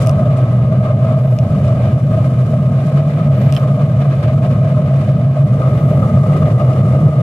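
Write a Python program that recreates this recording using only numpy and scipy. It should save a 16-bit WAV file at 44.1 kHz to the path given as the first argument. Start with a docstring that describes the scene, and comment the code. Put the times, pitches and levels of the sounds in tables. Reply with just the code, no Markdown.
"""Outdoors, an oil burner roars in an open steel pot under its flue.
The turbulent flame keeps a low flue note booming and excites the pot's air modes; combustion air hisses
and swells with each flare. Now and then a thin sizzle rises; metal clicks and rattles briefly.
Near the end the microphone leans in over the opening."""
import sys
import numpy as np
from scipy import signal
from scipy.fft import rfft, irfft
from scipy.io import wavfile
from scipy.ndimage import uniform_filter1d

SR = 44100
rng = np.random.default_rng(int(sys.argv[2]) if len(sys.argv) > 2 else 0)


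def log_audio(samples):
    """Write samples as a 16-bit WAV file to the path given in sys.argv[1]."""
    # one column per channel
    frames = np.atleast_2d(samples).T
    # limit to full scale, then quantise
    limited = np.clip(frames, -1, 1)
    pcm = np.round(limited * 32767).astype(np.int16)
    wavfile.write(sys.argv[1], SR, pcm)


N = 318402
CUTOFF_HZ = 15500
CONTACT_CYCLES = 0.26  # rise time constant of struck metal

# Flue note, creeping up as the draught builds: (time [s], pitch [Hz])
FLUE_PITCH = [(0, 131), (.75, 131), (1.1, 126), (2.05, 125), (2.4, 133), (2.8, 135), (3.1, 144),
              (3.45, 134), (3.85, 140), (4.35, 134), (7.22, 136)]
# Turbulence around the note: (frequency [Hz], density [dB])
RUMBLE_SPECTRUM = [(15, -32.5), (32, -24.5), (50, -30.5), (70, -3), (88, 0.5), (112, 9.5), (140, 8),
                   (168, 1.5), (198, 6.5), (215, -2.5), (232, 0.5), (260, -9), (340, -22.5), (500, -65.5)]
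# Slow rise and fall of the low rumble: (time [s], gain below the flue note [dB], gain above it [dB])
RUMBLE_GAINS = [(0, -2.5, -2), (.9, 2, -1), (1.7, 1.5, -1), (2.6, -2.5, 1), (3.3, 0.5, 0.8), (4.0, 3, 3),
                (4.7, 0, -1), (5.4, 0.5, 1.5), (6.2, 2, -2), (7.22, -3, -4)]
# Stalls and surges of the boom: (time [s], length [s], gain [dB])
THROBS = [(.88, 0.08, -3), (2.0, 0.022, -10.5), (2.23, 0.028, -1), (2.55, 0.027, -3), (2.81, .025, -6),
          (2.915, 0.019, -5.5), (2.95, 0.012, 2.5), (3.14, 0.13, -2), (3.3, .08, 1), (3.47, 0.025, 5),
          (3.59, 0.04, -5), (3.99, 0.026, 2), (4.14, 0.016, -2.5), (4.23, 0.024, -5), (5.37, 0.039, -4.5),
          (5.44, 0.086, 2), (5.63, 0.036, -4.5), (5.8, 0.017, -19.5), (6.1, 0.042, -4.5), (6.15, 0.041, 4),
          (6.61, 0.026, 0), (7.06, 0.095, 3.5), (7.13, 0.047, -6.5)]
def flue_boom(half_width_hz, wander_hz, rumble_db, saturation, side_db):
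    """Heat release pumps the flue's lowest mode; the swing saturates."""
    pitch_hz, = in_time(FLUE_PITCH)
    below_db, above_db = in_time(RUMBLE_GAINS)
    throb_db, = swells(THROBS)
    phase = 2 * np.pi * np.cumsum(pitch_hz + wander_hz * drift(6.53)) / SR
    note = unit_rms(drift(half_width_hz) * np.cos(phase) + drift(half_width_hz) * np.sin(phase))
    colour = from_db(across_hz(RUMBLE_SPECTRUM))
    rumble = stereo_noise(colour, correlation=1)
    below = irfft(rfft(rumble) * (bins_hz() < pitch_hz.mean()), N)
    rumble = from_db(below_db) * below + from_db(above_db) * (rumble - below)
    swing = steadied(note + from_db(rumble_db) * rumble, span_s=0.12)
    swing = unit_rms(swing / (1 + envelope(swing, span_s=0.023) ** 2) ** saturation)
    side = from_db(side_db) * stereo_noise(colour, correlation=-1)
    return from_db(throb_db) * (swing + side)


def pot_howl(hz, width_hz):
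    """Turbulence drives the pot's strongest air mode."""
    return steadied(stereo_noise(resonance(hz, width_hz), correlation=1), span_s=0.06)


# Crosswise air modes: (frequency [Hz], width [Hz], level [dB], L/R correlation, gain when near [dB])
CROSS_MODES = [(1068, 44, -3, 1, -4.5), (1119, 30, -6, 0.88, 2), (1201, 60, -1.5, 0.93, 3),
               (1237.4, 44, 0.5, .8, 5), (1275, 46, -1.5, 0.32, -2.5)]
def pot_ring(near):
    """The pot's crosswise air modes ring hollow."""
    return steadied(air_modes(CROSS_MODES, near), span_s=0.066)


# Body of the roar: (frequency [Hz], density [dB])
BODY_SPECTRUM = [(150, -11), (290, 0), (360, -4), (440, -1.5), (520, 1.5), (720, -7), (850, -14),
                 (980, -22), (1400, -44.5), (2500, -60.5)]
def roar_body():
    """Dull low-mid noise of the flame."""
    return stereo_noise(from_db(across_hz(BODY_SPECTRUM)), across_hz(CORRELATION))


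# Flame rush: (frequency [Hz], density [dB])
RUSH_SPECTRUM = [(700, -1), (1000, 3.5), (1400, 2.5), (1700, 4), (1850, 0), (2450, 1.5), (2700, -3),
                 (3300, -7), (3800, -5.5), (5500, -14.5), (12000, -33)]
# Higher air modes: (frequency [Hz], width [Hz], level re rush [dB], L/R correlation, gain when near [dB])
HIGH_MODES = [(1558, 37, -9.5, 0.23, -0.5), (1648, 37, -13.5, .3, -2), (1790, 50, -15.5, .3, 4),
              (1980, 67, -12.5, 0.48, 6), (2126, 58, -9, 0.53, 4.5), (2280, 32, -21, .3, 6.5),
              (2360, 62, -12, 0.35, -3.5), (2505, 62, -14.5, .5, -1), (2857, 105, -15, 0.43, 4),
              (2990, 28, -17, .3, -1.5), (3047, 42, -16.5, 0.19, -3.5), (3200, 70, -22, .3, 0),
              (3310, 45, -22.5, 0.35, 3), (3545, 60, -18.5, 0.29, 2.5), (3740, 110, -26, .3, 3.5)]
def flame_rush(near):
    """Broad combustion noise, coloured by the pot's higher modes."""
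    rush = stereo_noise(from_db(across_hz(RUSH_SPECTRUM)), across_hz(CORRELATION))
    return unit_rms(rush + air_modes(HIGH_MODES, near))


# Intake air: (frequency [Hz], density [dB])
HISS_SPECTRUM = [(2000, -10.5), (4000, 0), (5200, -0.5), (7000, -1.5), (9500, -1), (11000, -5),
                 (13000, -8.7), (14800, -16.5), (16000, -31)]
def air_hiss(spits_per_s, spit_db):
    """Air rushes into the flame; oil droplets spit faintly in it."""
    colour = from_db(across_hz(HISS_SPECTRUM))
    spits = unit_rms(irfft(rfft(impulses(spits_per_s)) * colour, N))
    return stereo_noise(colour, across_hz(CORRELATION)) + from_db(spit_db) * spits


# Metal ticks: (time [s], peak [dB], centre [Hz], spread [oct], L-R [dB])
CLICKS = [(.022, -22, 9050, 0.84, -2), (0.026, -29, 6000, 0.91, 1), (0.0295, -38, 6000, 1.3, -.5),
          (.037, -30, 5500, 1.3, -4), (0.047, -36, 5500, 1.3, 5), (.063, -24, 10000, 1.1, 5),
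          (0.0713, -14, 7000, 1.2, 0), (.086, -28, 6500, 1.4, 2), (0.0943, -16, 6200, 1, 2),
          (0.113, -30, 8000, 1.4, 2), (.372, -36, 8050, 1.3, -1), (1.3882, -24, 5560, 0.34, 4),
          (1.388, -22.5, 2500, .5, 2), (1.3955, -34, 3200, .8, 2), (1.681, -28, 4400, 0.59, 0),
          (2.8605, -40, 8000, 1, 0), (3.5244, -18, 5200, 0.79, 0), (3.547, -26, 5000, 1.2, -2),
          (3.5508, -23, 8500, 1.6, 5), (3.598, -32, 5500, 0.88, -3), (4.238, -32, 4200, .7, 4),
          (6.731, -30, 3000, .9, 0), (6.736, -29, 3000, 1.1, 0)]
# Modes of the ticking metal: (frequency [Hz], level [dB], T60 [s])
CLICK_MODES = [(1950, -15, 0.0066), (2450, -2.5, 0.018), (2850, -1.5, 0.014), (3520, -5, 0.0089),
               (4950, -6, 0.0068), (5630, -8, 0.0098), (6270, -7.5, 0.0063), (7460, -13, 0.0041),
               (8600, -4, 0.0049), (10600, -5.5, 0.0044), (13300, -13, .004)]
def metal_clicks(scatter_db, scatter_t60_s):
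    """Each click rings the metal's modes around its own pitch and scatters off the casing."""
    out = np.zeros((2, N))
    t = np.arange(SR // 12) / SR
    hz, mode_db, t60_s = np.transpose(CLICK_MODES)[:, :, None]
    for time_s, peak_db, centre_hz, spread_oct, pan_db in CLICKS:
        weight = np.exp(-.5 * (np.log2(hz / centre_hz) / spread_oct) ** 2)
        strength = weight * from_db(mode_db + rng.normal(0, 1, (2, len(hz), 1)))
        phase = 2 * np.pi * (hz * t + rng.random((len(hz), 1))) + rng.standard_normal((2, len(hz), 1))
        attack = 1 - np.exp(-t * centre_hz / CONTACT_CYCLES)
        ring = attack * np.sum(strength * np.sin(phase) * from_db(-60 * t / t60_s), axis=1)
        low_hz, high_hz = centre_hz * np.exp2([-spread_oct, spread_oct])
        scatter = band_limited(rng.standard_normal((2, len(t))), low_hz, high_hz)
        scatter *= from_db(scatter_db - 60 * t / scatter_t60_s)
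        add_panned(out, ring / np.abs(ring).max() + scatter, time_s, peak_db, pan_db)
    return out


# Knocks of a loose metal part: (time [s], peak [dB], L-R [dB], crack re peak [dB])
KNOCKS = [(3.5378, -26, -8, -10), (3.5468, -27, 0, -9), (3.558, -33, -2, -6), (3.565, -15, -5, -15),
          (3.5727, -23, 9, -12), (3.5777, -27, -8, -10)]
# Modes of the loose part: (frequency [Hz], level [dB], T60 [s])
RATTLE_MODES = [(1230, -8, 0.028), (1800, -6, 0.011), (2180, -8, 0.011), (2630, -1, 0.012),
                (3090, -1, 0.02), (3140, 0.5, 0.018), (4080, -7, .009), (4530, -13, 0.0083),
                (5300, -10.5, .017), (8800, -15, .007)]
def rattle(touches, gap_s, touch_loss_db, crack_t60_s):
    """Each knock is a broad crack and a few chattering touches that leave the part pinging."""
    out = np.zeros((2, N))
    t = np.arange(SR // 12) / SR
    hz, mode_db, t60_s = np.transpose(RATTLE_MODES)[:, :, None]
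    for time_s, peak_db, pan_db, crack_db in KNOCKS:
        ring = 0
        for touch in range(touches):
            age_s = np.maximum(t - gap_s * touch * rng.uniform(0.72, 1.31), 0)
            phase = 2 * np.pi * (hz * age_s + rng.random((len(hz), 1)))
            phase = phase + .5 * rng.standard_normal((2, len(hz), 1))
            attack = 1 - np.exp(-age_s * hz / CONTACT_CYCLES)
            decay = from_db(mode_db - touch_loss_db * touch - 60 * age_s / t60_s)
            ring += np.sum(np.sin(phase) * attack * decay, axis=1)
        crack = rng.uniform(-1.1, 1, (2, len(t))) * from_db(crack_db - 60 * t / crack_t60_s)
        add_panned(out, ring / np.abs(ring).max() + crack, time_s, peak_db, pan_db)
    return out


# Runs of fine crackle: (time [s], length [s], level [dB])
CRACKLES = [(0.017, 0.055, -39.5), (0.097, 0.026, -50), (0.379, 0.023, -48.5), (2.867, .015, -48),
            (3.56, 0.071, -50)]
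def crackles(snaps_per_s, low_hz, high_hz):
    """Short crowds of tiny bright snaps."""
    snaps = unit_rms(band_limited(impulses(snaps_per_s) + 1e-18, low_hz, high_hz))
    return snaps * swells([(time_s, length_s, from_db(db)) for time_s, length_s, db in CRACKLES])


# Thin sizzles: (time [s], length [s], level [dB], pitch [Hz])
SIZZLES = [(1.32, 0.25, -61, 12200), (3.422, 0.11, -57, 12500), (3.56, 0.13, -56, 12900),
           (5.86, 0.34, -60.5, 12300)]
def sizzles(width_hz, whistle_db, waver_hz, sputter_db):
    """Narrow hiss with wavering whistles, as from oil dropping onto the hot pan."""
    whistles = [(np.cumsum(waver_hz * drift(9)) / SR, from_db(sputter_db * drift(30))) for _ in range(4)]
    t = np.arange(N) / SR
    out = np.zeros((2, N))
    for time_s, length_s, level_db, hz in SIZZLES:
        tones = sum(gain * np.sin(2 * np.pi * (hz * t + slip_cycles)) for slip_cycles, gain in whistles)
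        hiss = stereo_noise(resonance(hz, width_hz), correlation=0)
        sizzle = unit_rms(hiss + from_db(whistle_db) * unit_rms(tones))
        out += sizzle * swells([(time_s, length_s, from_db(level_db))])
    return out


def air_modes(modes, near):
    """Turbulence drives each mode; their mix shifts as the microphone nears the opening."""
    return sum(from_db(level_db + near_db * near) * stereo_noise(resonance(hz, width_hz), correlation)
               for hz, width_hz, level_db, correlation, near_db in modes)


# Channel likeness of body, rush and hiss: (frequency [Hz], L/R correlation)
CORRELATION = [(100, 1), (340, 0.94), (500, 1), (800, 0.94), (1050, 0.78), (1500, 0.94), (2000, 0.41),
               (3000, 0.37), (4200, -0.1), (5000, -.15), (7000, 0.029), (15000, -0.31)]
# Channel balance: (frequency [Hz], L-R [dB])
BALANCE = [(100, -0.5), (600, 0.46), (1130, -0.5), (1300, 6.5), (1650, -2.5), (2050, 4.5), (2500, -1.5),
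           (4190, -3.5), (6410, -4), (9810, -1), (15000, 1)]
# Phase of the pot's air modes between the microphone ports: (frequency [Hz], left lead [rad])
PORT_LEAD = [(100, 0), (600, 0.19), (1000, 0.39), (1200, 1.34), (1450, 0.1), (1750, 1.8), (1900, 1.5),
             (2100, -3), (2500, 1), (3100, -0.5), (15000, 0.5)]
def stereo_noise(colour, correlation):
    """Coloured noise at the two microphone ports, unit rms."""
    mid, side = rfft(rng.standard_normal((2, N))) * colour
    correlation = np.clip(correlation, -.999, .999)
    pair = np.sqrt(1 + correlation) * mid + np.sqrt(1 - correlation) * side * [[1], [-1]]
    port = from_db(.5 * across_hz(BALANCE)) * np.exp(.5j * across_hz(PORT_LEAD))
    return unit_rms(irfft(pair * [port, 1 / port], N))


def impulses(per_s):
    """Stereo impulses of random time and size."""
    return rng.standard_normal((2, N)) * (rng.random(N) < per_s / SR)


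def drift(rate_hz):
    """Low-passed random motion, unit rms."""
    return unit_rms(irfft(rfft(rng.standard_normal(N)) / (1 + (bins_hz() / rate_hz) ** 2), N))


def flicker(rate_hz):
    """Drift less its 0.1 s mean, unit rms."""
    wander = drift(rate_hz)
    return unit_rms(wander - uniform_filter1d(wander, size=SR // 10))


def swells(rows):
    """Summed smooth bumps from rows of (centre [s], length at half height [s], heights...)."""
    centre_s, length_s, *heights = np.transpose(rows)
    distance = (np.arange(N) / SR - centre_s[:, None]) / (length_s[:, None] / 2)
    return np.array(heights) @ np.exp2(-np.minimum(np.abs(distance) ** 2.8, 20))


def in_time(rows):
    """Table columns interpolated at every sample."""
    time_s, *columns = np.transpose(rows)
    return [np.interp(np.arange(N) / SR, time_s, column) for column in columns]


def across_hz(rows):
    """Table interpolated at every bin, in log frequency."""
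    hz, value = np.transpose(rows)
    return np.interp(np.log(bins_hz()), np.log(hz), value)


def bins_hz():
    """FFT bin frequencies, floored at 1 Hz."""
    return np.maximum(np.arange(N // 2 + 1) * SR / N, 1)


def resonance(hz, width_hz):
    """Gain of a resonator passed twice, for steep skirts."""
    f = bins_hz()
    return 1 / (1 + (np.sqrt(2) - 1) * ((f * f - hz * hz) / (f * width_hz)) ** 2)


def band_limited(x, low_hz, high_hz):
    """Band-pass with edges capped at the cutoff."""
    edges_hz = np.minimum([low_hz, high_hz], CUTOFF_HZ)
    return signal.sosfilt(signal.butter(2, edges_hz, "band", fs=SR, output="sos"), x)


def envelope(x, span_s):
    """Running rms over both channels."""
    size = int(span_s * SR)
    power = np.mean(x ** 2, axis=0)
    return np.sqrt(uniform_filter1d(uniform_filter1d(power, size), size) + 1e-12)


def steadied(x, span_s):
    """Hold slow power at one; keep the fast beating."""
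    return unit_rms(x / envelope(x, span_s))


def add_panned(out, hit, time_s, level_db, pan_db):
    """Mix a hit into out; positive pan is left."""
    start = int(time_s * SR)
    gains = from_db(level_db + pan_db * np.array([[.5], [-.5]]))
    out[:, start:start + hit.shape[1]] += gains * hit[:, :N - start]


def unit_rms(x):
    """Scale to unit power."""
    return x / np.sqrt(np.mean(np.abs(x) ** 2) + 1e-20)


def from_db(db):
    """Decibels to gain."""
    return 10 ** (np.asarray(db) / 20)


# Slow draught changes: (time [s], howl [dB], rush [dB], hiss [dB])
DRAUGHT = [(0, -1, 2, 1.5), (.35, 1.5, 2.5, 0), (.6, -4.5, 0, -2), (1.0, -3, -2, -2.5), (1.3, -1.9, -2, 0),
           (1.8, -1, 0, 0.5), (2.4, -5.5, 0, 0.5), (3.0, -1.5, 0, -0.5), (3.7, -3.5, -0.5, -0.5),
           (4.9, -0.5, 0.5, -1), (5.35, -6, -2, -3), (5.8, -2, 0.5, 1.5), (6.4, 0.5, 1.5, 3.5),
           (7.22, -3, 0, 0)]
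# Flame flares and dips: (time [s], length [s], rush [dB], howl [dB], ring [dB])
FLARES = [(.02, 0.1, 4.5, -1, 1), (.09, 0.047, -5, 6, 5), (.22, 0.062, -1, 4.5, 1.5),
          (.74, 0.073, 2, 6.5, 4), (.88, 0.089, 5, 7.5, 9), (1.1, 0.16, 6, 5.5, 8.5),
          (1.43, 0.038, 2, 8, 0), (1.53, 0.11, 3.5, -0.5, 3.5), (1.7, 0.045, 4.5, 5.5, 6),
          (1.85, 0.058, 4, 4.5, 2.5), (2.04, 0.056, 0, -7, -8), (2.18, 0.13, 5.5, 7, 4),
          (2.54, 0.028, 2.5, 11, 0.5), (2.82, 0.15, 3.5, -0.5, 0), (2.99, 0.058, 5, 0, 3),
          (3.12, 0.05, 5, -2, -1.5), (3.21, 0.055, 3.5, -1.5, 7), (3.3, .04, -6, 0.5, 1.5),
          (3.41, 0.24, 4.5, 1, 0), (3.645, 0.15, 5.5, 1.5, 6), (3.805, 0.05, 6, 6.5, 7),
          (3.85, 0.043, 3.5, -1, -2), (4.02, 0.024, 8, 2.5, 10), (4.125, 0.037, 5.5, -3, 4),
          (4.24, 0.031, 9, 0.5, 6), (4.29, 0.061, 6.5, 3.5, 1), (4.455, 0.042, 6.5, 7, 2.5),
          (4.52, 0.035, 6, -3, 3), (4.557, 0.016, 4.5, 2, 6), (4.69, 0.069, 4.5, 1.5, 1),
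          (4.79, 0.036, 1.5, 3.5, 4.5), (5.01, 0.043, 5.5, -4, 2.5), (5.09, 0.024, 5, 5.5, -0.5),
          (5.205, 0.029, 3, 7, -1), (5.385, 0.08, 2.5, 6.5, 3), (5.45, 0.029, -4.5, -2.5, -4),
          (5.64, 0.072, 2.5, 3, 8), (5.78, 0.036, 2, -2, -1), (5.93, 0.055, 2, 5, -4),
          (6.04, 0.022, 0.5, -6, 8.5), (6.215, 0.034, -6.5, -7.5, -1), (6.29, .06, 0, 0.5, 0.5),
          (6.358, 0.041, 4, -1.5, 3.5), (6.402, 0.03, -5, -4.5, -4.5), (6.425, 0.012, 2, 7.5, 7.5),
          (6.475, 0.033, 2.5, 4.5, -1.5), (6.545, 0.04, -5, -6.5, -3), (6.612, 0.019, 3.5, 6.5, 5),
          (6.83, 0.027, -4.5, -4.5, -1.5), (6.955, 0.024, 5, 7.5, 3)]
# Microphone over the opening: (time [s], nearness [0-1])
NEARNESS = [(0, 0.2), (.5, 0.3), (1.5, 0), (3, 0.05), (5.3, 0), (5.7, 0.81), (6.3, 1), (7.22, 0.94)]
def scene():
    """One flame's boom, howl, ring, body, rush and hiss, with small noises on top."""
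    howl_draught_db, rush_draught_db, hiss_draught_db = in_time(DRAUGHT)
    rush_flare_db, howl_flare_db, ring_flare_db = swells(FLARES)
    near, = in_time(NEARNESS)
    sputter = flicker(20)  # small flares between the big ones
    flutter = flicker(54)  # flame flicker, common to the upper layers
    gust = drift(2.3)  # uneven draught
    flame_db = rush_draught_db + rush_flare_db + sputter + gust
    howl_db = -25 + howl_draught_db + howl_flare_db + flicker(22) + 0.74 * flutter
    ring_db = -38 + 1.4 * rush_draught_db + ring_flare_db + 4.55 * near + 0.24 * sputter + 1.7 * flutter
    hiss_db = -54.5 + hiss_draught_db + 0.35 * rush_flare_db
    hiss_db += 0.55 * sputter + flutter + 0.57 * gust + 0.99 * drift(8)

    boom = flue_boom(half_width_hz=12.7, wander_hz=2.383, rumble_db=-5, saturation=0.29, side_db=-33.5)
    mix = from_db(-11 + near) * boom
    mix += from_db(howl_db) * pot_howl(hz=622.4, width_hz=52)
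    mix += from_db(ring_db) * pot_ring(near)
    mix += from_db(-31.5 + 5.5 * near + 0.65 * flame_db) * roar_body()  # beams out of the opening
    mix += from_db(-42.5 + flame_db + 0.92 * flutter + 0.37 * flicker(45)) * flame_rush(near)
    mix += from_db(hiss_db) * air_hiss(spits_per_s=150, spit_db=-11)
    mix += sizzles(width_hz=1900, whistle_db=-4, waver_hz=330, sputter_db=3.5)
    mix += crackles(snaps_per_s=3600, low_hz=2800, high_hz=9000)
    mix += metal_clicks(scatter_db=-17, scatter_t60_s=0.03)
    mix += rattle(touches=3, gap_s=0.00143, touch_loss_db=12, crack_t60_s=0.0087)
    return mix


def record(dry):
    """Microphone chain: bass cut, soft clip, end fades, steep low-pass."""
    thinned = signal.sosfilt(signal.butter(2, 42, "high", fs=SR, output="sos"), dry)
    rounded = thinned / (1 + np.abs(thinned / .95) ** 12) ** (1 / 12)
    faded = rounded * signal.windows.tukey(N, .001)
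    return signal.sosfilt(signal.ellip(10, .1, 80, CUTOFF_HZ, fs=SR, output="sos"), faded)


dry = scene()
out = record(dry)
log_audio(out)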